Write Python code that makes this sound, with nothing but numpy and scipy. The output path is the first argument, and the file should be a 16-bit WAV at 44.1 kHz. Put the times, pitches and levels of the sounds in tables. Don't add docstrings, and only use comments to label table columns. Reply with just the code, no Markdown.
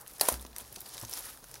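import sys
import numpy as np
from scipy import signal
from scipy.fft import rfft, irfft, next_fast_len
from scipy.io import wavfile
from scipy.ndimage import uniform_filter1d, map_coordinates

SR = 44100
rng = np.random.default_rng(int(sys.argv[2]) if len(sys.argv) > 2 else 0)


def decibels_to_gain(level_db):
    exponent = np.asarray(level_db, float) / 20
    return 10 ** exponent


def put_to_file(sound):
    columns = np.atleast_2d(sound).T
    safe = np.clip(columns, -1, 1)
    whole_steps = np.round(safe * 32767)
    wavfile.write(sys.argv[1], SR, whole_steps.astype(np.int16))


N = 70560

# [t/s, peak level/dB, film pitch f/Hz, how drawn out/ratio]
TEARING_SNAPS = [(.1968, -26, 5100, 1.5), (.2107, -9, 4400, .8), (.211, -8.5, 10700, .7),
                 (.2136, -11, 10500, 1.1), (.2325, -22, 10000, 2.6), (.2805, -25, 10000, 3.5),
                 (.2861, -5, 9500, .5), (.2872, -13.5, 11000, 1.2), (.2885, -14, 10000, 1.2),
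                 (.2897, -18, 9500, 1.6), (.297, -24, 10500, 3.5), (.3245, -21, 9800, 1.5),
                 (.3405, -29, 3500, 1.3), (.3403, -27, 9200, 1.2), (.2866, -21, 3100, 1.5)]
# [t/s, peak level/dB, film pitch f/Hz, how drawn out/ratio]
SINGLE_CREASES = [(.0075, -37, 11500, 3.7), (0.0115, -34.5, 10500, 2.5), (.0195, -43, 12000, 2),
                  (.0634, -39.5, 1760, 1.5), (.0733, -37.5, 6530, 1), (.078, -28.5, 10900, 1.3),
                  (.1112, -43, 12200, 1.5), (0.117, -40, 10250, 1), (0.135, -36, 11000, 1.6),
                  (0.16, -44, 9900, 2), (.1812, -39, 10400, 3.5), (.2045, -29, 10900, 1),
                  (0.396, -38, 3650, 1), (.3958, -41, 10700, 1), (0.4107, -31, 9860, 0.66),
                  (.415, -38, 12200, 3), (.4501, -36, 5800, 1), (.4502, -39, 1800, 1.1),
                  (.4638, -37.5, 3550, 1.1), (0.464, -40.5, 6500, 1), (.466, -42, 11100, 2),
                  (0.563, -27, 9300, 1.1), (.563, -25, 5940, 1.1), (.5632, -36, 1990, 1.47),
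                  (0.5825, -23, 11400, 2), (0.5827, -33, 9730, 1.5), (.5983, -37.5, 3420, 1.26),
                  (0.6038, -33.5, 9400, 1.2), (0.611, -37, 5700, 1), (0.6576, -45, 9000, 2.5),
                  (.7252, -34, 12700, 2.5), (0.7553, -36, 9540, 3), (0.7595, -31.5, 3980, 0.93),
                  (0.7604, -30.5, 4560, 2.2), (0.7606, -30, 6100, 2.2), (.8018, -37, 12500, 1.5),
                  (0.8054, -30, 11900, 1.1), (.8057, -34, 15000, 1), (.808, -35.5, 10800, 1.7),
                  (0.8144, -37.5, 3870, 1.5), (0.8154, -34, 12700, 2.9), (.859, -35.5, 4600, 3.2),
                  (.8625, -35.5, 10100, 2), (0.8762, -37, 10800, 1.2), (.8865, -37, 10200, 1.2),
                  (.8896, -34.5, 9800, 1), (0.8928, -37, 4400, 1.4),
                  (.9294, -43, 10100, 1.4), (0.9348, -38, 5170, .8), (0.9396, -31.5, 10900, 1),
                (.9452, -32, 10100, 1.2), (.946, -39, 5000, 1), (0.9672, -36, 5330, 3),
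                (.97, -36, 11800, 2), (0.9792, -32.5, 3800, 1.6), (0.979, -32.5, 5500, 1.6),
                (.997, -33, 10800, 1.5), (.9992, -34, 11700, 2), (1.002, -36, 8900, .8),
                (1.013, -33, 11300, 1.2), (1.0132, -29, 5500, 1), (1.026, -31.5, 9900, 1.2),
                (1.0497, -28.5, 6300, 1.2), (1.095, -28, 14000, 1.5), (1.1106, -32, 11370, 1.2),
                (1.111, -34, 5470, 2), (1.1132, -31, 13000, 1.3), (1.129, -26, 5240, 1),
                (1.1362, -22, 10100, 1.08), (1.136, -25, 5540, 1), (1.139, -29.5, 11400, 4.2),
                (1.145, -34, 10500, 3.1), (1.154, -33, 10000, 1.5), (1.1548, -38, 5000, 1.5),
                (1.1688, -30, 12600, .8), (1.1738, -25, 13100, 1.2), (1.185, -31, 10900, 1),
                (1.1906, -25.5, 10900, 1.4), (1.194, -33, 12600, 1.5), (1.206, -31, 10700, 1.5),
                (1.288, -42, 1500, 4.2), (1.3738, -39, 8900, .8), (1.3739, -42, 1740, 0.86),
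                (1.4415, -35, 10570, 0.95), (1.4418, -44.5, 1500, 0.9), (1.4417, -42, 6000, .8),
                (1.5134, -36, 10000, 1.5), (1.513, -44, 5800, 1), (1.5418, -37.5, 10900, 1.1),
                (1.541, -33.5, 5540, 0.74), (1.5416, -34, 7900, 1), (1.5417, -41, 1990, 0.7),
                (1.5544, -33.5, 5940, 1.2), (1.559, -41, 1700, 3)]
# [t/s, peak level/dB, film pitch f/Hz]
MORE_SNAPS = [(.1271, -44, 11100), (.2532, -24, 10200), (.255, -27, 5000), (.26, -22, 9050),
              (.4254, -34, 8600), (0.53, -44, 3500), (.5906, -40, 10700), (.642, -43.5, 5600),
              (0.649, -43.5, 3180), (.6768, -46, 11700), (0.743, -39, 9650), (0.7834, -39, 5080),
              (.9547, -42, 5700), (.9878, -36, 5500), (1.0715, -41, 13500), (1.121, -39, 8500),
              (1.2397, -39, 9400), (1.286, -38, 5080), (1.4852, -41, 12200)]
# [t/s, rustle level/dB, dull rubbing share/dB, slack film share/dB]
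HAND_EFFORT = [(0, -52.5, 1.5, -6), (.045, -61.5, 1, -15), (.1, -47, -34, -22), (0.204, -54, 4.5, -1),
               (0.215, -32.5, -3.5, -27), (0.268, -35.5, -7, -28), (0.333, -38.5, -6.5, -7),
               (0.373, -52.5, -2.5, -1), (.52, -62.5, 2, 0.5), (0.606, -44.5, -5, -7),
               (.64, -55.5, -4, -2.5), (.8, -53, -8, -2.5), (1.02, -48, -2.5, 1), (1.074, -53, -6.5, 1.5),
               (1.15, -42, -7.5, -1.5), (1.295, -43.5, -14, -16), (1.4, -53, -24, -6), (1.56, -54, -2, -2)]
# [f/Hz, level/dB per Hz]
FILM_COLOUR = [(710, -65), (1200, -3.5), (2760, -8), (5220, -8.5), (8000, -10), (10500, -3.5),
               (15300, -9.5), (16000, -14), (16500, -47)]
# [f/Hz, level/dB per Hz]
RUB_COLOUR = [(100, -50), (180, -19.5), (347, -4.5), (600, -3), (950, 0), (1350, -7.5), (1800, -7.5),
              (2700, -28)]
# [t/s, level/dB, favoured f/Hz]
BOX_KNOCKS = [(0.2062, -50, 920), (.2118, -21, 776), (.232, -42, 700), (0.2864, -14.5, 902),
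              (0.3176, -28.5, 350), (0.3214, -36, 670), (0.339, -40, 494), (.45, -41.5, 870),
              (1.0265, -59, 442), (1.035, -38, 850), (1.091, -42, 885), (1.441, -50, 1500)]
# [f/Hz, level/dB, time to fall 60 dB/s]
BOX_MODES = [(341, -10.5, 0.042), (522, 3.5, 0.012), (619, 6.5, 0.014), (716, 3.5, 0.013), (966, 2.5, 0.02),
             (1383, -5, 0.027), (1884, -3.5, 0.012)]
# [t/s, lowest tone level/dB, upper tones level/dB, softness/s,
# share of free ring time/ratio]
TABLE_THUMPS = [
    (0.319, -36.5, -52, 0.004, 0.85),
    (.6, -55.5, -59, 0.0085, 1),
    (1.024, -46, -36.5, 0.0051, 0.4),
    (1.049, -61, -43, .004, 0.22),
]
# [f/Hz, level/dB, time to fall 60 dB/s]
TABLE_MODES = [(61.2, 3.5, 0.65), (106, 3.5, 0.31), (238, -6, 0.22), (336.5, -4.5, 0.27)]
# [f/Hz, time to fall 60 dB/s]
WALL_DECAY = [(300, 0.18), (2000, 0.087), (12000, 0.17)]
# [f/Hz, level/dB per Hz]
AIR_COLOUR = [(45, 7.5), (120, -3), (175, -2.5), (300, -2), (927, -4), (2820, -23.5), (10700, -21),
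              (15600, -12)]
# [f/Hz, width/Hz, level/dB]
FAN_HUM = [(41.8, 6.9, -62.5), (122, 7.5, -68)]


def unit(x):
    return x / np.sqrt(np.mean(x ** 2) + 1e-20)


def along(points, hz):
    f, v = np.transpose(points)
    return np.interp(np.log(hz + 1), np.log(f + 1), v)


def wobble(rate):
    knots = rng.standard_normal(int(N * rate / SR) + 4)
    return map_coordinates(knots, [np.arange(N) * rate / SR])


def filtered(x, response):
    m = next_fast_len(len(x) + 8192)
    return irfft(rfft(x, m) * response(np.fft.rfftfreq(m, 1 / SR)), m)[:len(x)]


def resonance(hz, width_hz):
    return lambda f: 1j * f * width_hz / (hz * hz - f * f + 1j * f * width_hz)


def noise(spectrum, patchy_db):
    z = signal.stft(rng.standard_normal(N + 512), nperseg=256)[2]
    field = uniform_filter1d(rng.standard_normal(z.shape), size=14, axis=0)
    field = uniform_filter1d(field, size=3, axis=1)
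    patchy = signal.istft(z * decibels_to_gain(patchy_db * unit(field)), nperseg=256)[1][:N]
    return unit(filtered(patchy, lambda hz: decibels_to_gain(along(spectrum, hz))))


def ring(modes, rise_s, scatter_db):
    t = np.arange(SR // 2) / SR
    gains = rng.normal(0, scatter_db, len(modes))
    tones = 0
    for (hz, db, t60), gain in zip(modes, gains):
        tones = tones + decibels_to_gain(db + gain - 60 * t / t60) * np.sin(2 * np.pi * hz * t)
    return (1 - np.exp(-t / rise_s)) * tones


def add(track, s, sound):
    part = track[round(s * SR):][:len(sound)]
    part += sound[:len(part)]


def snap(db, hz, drawn=1):
    t = np.arange(4096) / SR
    white = rng.standard_normal((2, len(t)))
    broad = unit(filtered(white[0], lambda f: decibels_to_gain(along(FILM_COLOUR, f)) * resonance(hz, hz / 0.8)(f)))
    patch = unit(filtered(white[1], resonance(hz, hz / 6)))
    tone = decibels_to_gain(-3 - 4.1 * max(drawn - 1, 0)) * np.sin(2 * np.pi * hz * t)
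    rise_s = 0.00035 * max(drawn, 1)
    rise = 1 - np.exp(-(t / rise_s) ** 2)
    fast_t60, slow_t60 = 0.006 * drawn, 0.04
    crack = decibels_to_gain(-60 * t / fast_t60) * (broad + decibels_to_gain(-3.7) * patch + 2 * tone)
    after = decibels_to_gain(-18.5 - 60 * t / slow_t60) * (broad + patch)
    burst = rise * (crack + after)
    return decibels_to_gain(db - 1) * burst / np.abs(burst).max()


def creases():
    out = np.zeros(N)
    for s, *crease in TEARING_SNAPS + SINGLE_CREASES + MORE_SNAPS:
        add(out, s, snap(*crease))
    return out


def tiny_crackle():
    grains_per_s, spread_db, cycles = 1600, 3, 0.7
    middle_hz, spread_octaves = 9000, 0.45
    draw = rng.random((int(grains_per_s * N / SR), 4))
    hz = middle_hz * 2 ** (spread_octaves * 3.3 * (draw[:, 1] - 0.5))
    hz = np.clip(hz, 500, 15500)[:, None]
    age = np.arange(256) / SR
    envelope = np.exp(-age * hz / cycles) * (1 - np.exp(-age / 0.0001))
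    loudness = decibels_to_gain(-spread_db * np.log(draw[:, 2:3] + 1 / 50))
    grains = loudness * np.sin(2 * np.pi * hz * age) * envelope
    where = (draw[:, 0] * N).astype(int)[:, None] + np.arange(len(age))
    crackle = np.bincount(where.ravel(), grains.ravel(), N)[:N]
    return unit(filtered(crackle, lambda f: decibels_to_gain(1.8 * along(FILM_COLOUR, f))))


def rustle():
    s, *controls = np.transpose(HAND_EFFORT)
    t = np.arange(N) / SR
    level_db, rub_db, slack_db = (np.interp(t, s, c) for c in controls)
    patchy_db = 1.3
    film = decibels_to_gain(2.2 * wobble(45.48)) * (noise(FILM_COLOUR, patchy_db) + decibels_to_gain(-3) * tiny_crackle())
    slack = unit(filtered(film[::-1], lambda f: resonance(5000, 7000)(f) ** 2))
    slack = decibels_to_gain(slack_db + 2.1 * wobble(60.62)) * slack
    rub = decibels_to_gain(rub_db + 1.95 * wobble(35.52)) * noise(RUB_COLOUR + [(6000, -120)], patchy_db)
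    return decibels_to_gain(level_db - 4.5) * (unit(film) + rub + slack)


def box():
    out = np.zeros(N)
    for s, db, near_hz in BOX_KNOCKS:
        modes = [(near_hz, 2.5, 0.019)]
        for hz, level, t60 in BOX_MODES:
            octaves_away = abs(np.log2(hz / near_hz))
            modes.append((hz, level - 2 * octaves_away, t60))
        add(out, s, decibels_to_gain(db - 6) * ring(modes, rise_s=0.0006, scatter_db=1))
    return filtered(out, lambda hz: (1j * hz / (1j * hz + 180)) ** 2)


def table():
    out, t = np.zeros(N), np.arange(SR // 2) / SR
    rattle_db, rattle_t60 = -14, 1
    for s, low_db, upper_db, soft_s, free in TABLE_THUMPS:
        modes = []
        for k, (hz, db, t60) in enumerate(TABLE_MODES):
            modes.append((hz, db + (upper_db if k else low_db), t60 * free))
        add(out, s, ring(modes, soft_s, scatter_db=0))
        rattle = unit(filtered(rng.standard_normal(len(t)), resonance(232, 76)))
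        fade = decibels_to_gain(low_db + rattle_db - 60 * t / rattle_t60 / free)
        add(out, s, fade * (1 - np.exp(-t / soft_s)) * rattle)
    return out


def walls(x):
    out, step = np.zeros(N), 2048
    for start in range(0, N, step):
        hz, t, z = signal.stft(rng.standard_normal(SR // 4), SR, nperseg=256)
        fade = decibels_to_gain(-60 * t / along(WALL_DECAY, hz)[:, None])
        tail = signal.istft(z * fade, SR, nperseg=256)[1]
        tail = tail / np.linalg.norm(tail)
        add(out, start / SR + 0.004, signal.fftconvolve(x[start:start + step], tail))
    return out


def room_tone():
    hum = np.zeros(N)
    for hz, width_hz, db in FAN_HUM:
        hum += decibels_to_gain(db) * unit(filtered(rng.standard_normal(N), resonance(hz, width_hz)))
    return decibels_to_gain(-57) * noise(AIR_COLOUR, patchy_db=3.0) + hum


def scene():
    near = creases() + rustle() + box()
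    mix = near + decibels_to_gain(-11.5) * walls(near) + table() + room_tone()
    return mix[None]


def low_pass(x):
    return signal.sosfilt(signal.butter(12, 16970, fs=SR, output="sos"), x)


def record(dry):
    top_hz, spill_db, low_hz = 15850, -30, 38

    def band_limits(hz):
        treble = np.where(hz < top_hz, 1, decibels_to_gain(spill_db))
        return treble * (1j * hz / (1j * hz + low_hz)) ** 2

    mix = filtered(dry[0], band_limits)
    return low_pass(mix[None])


dry = scene()
out = record(dry)
put_to_file(out)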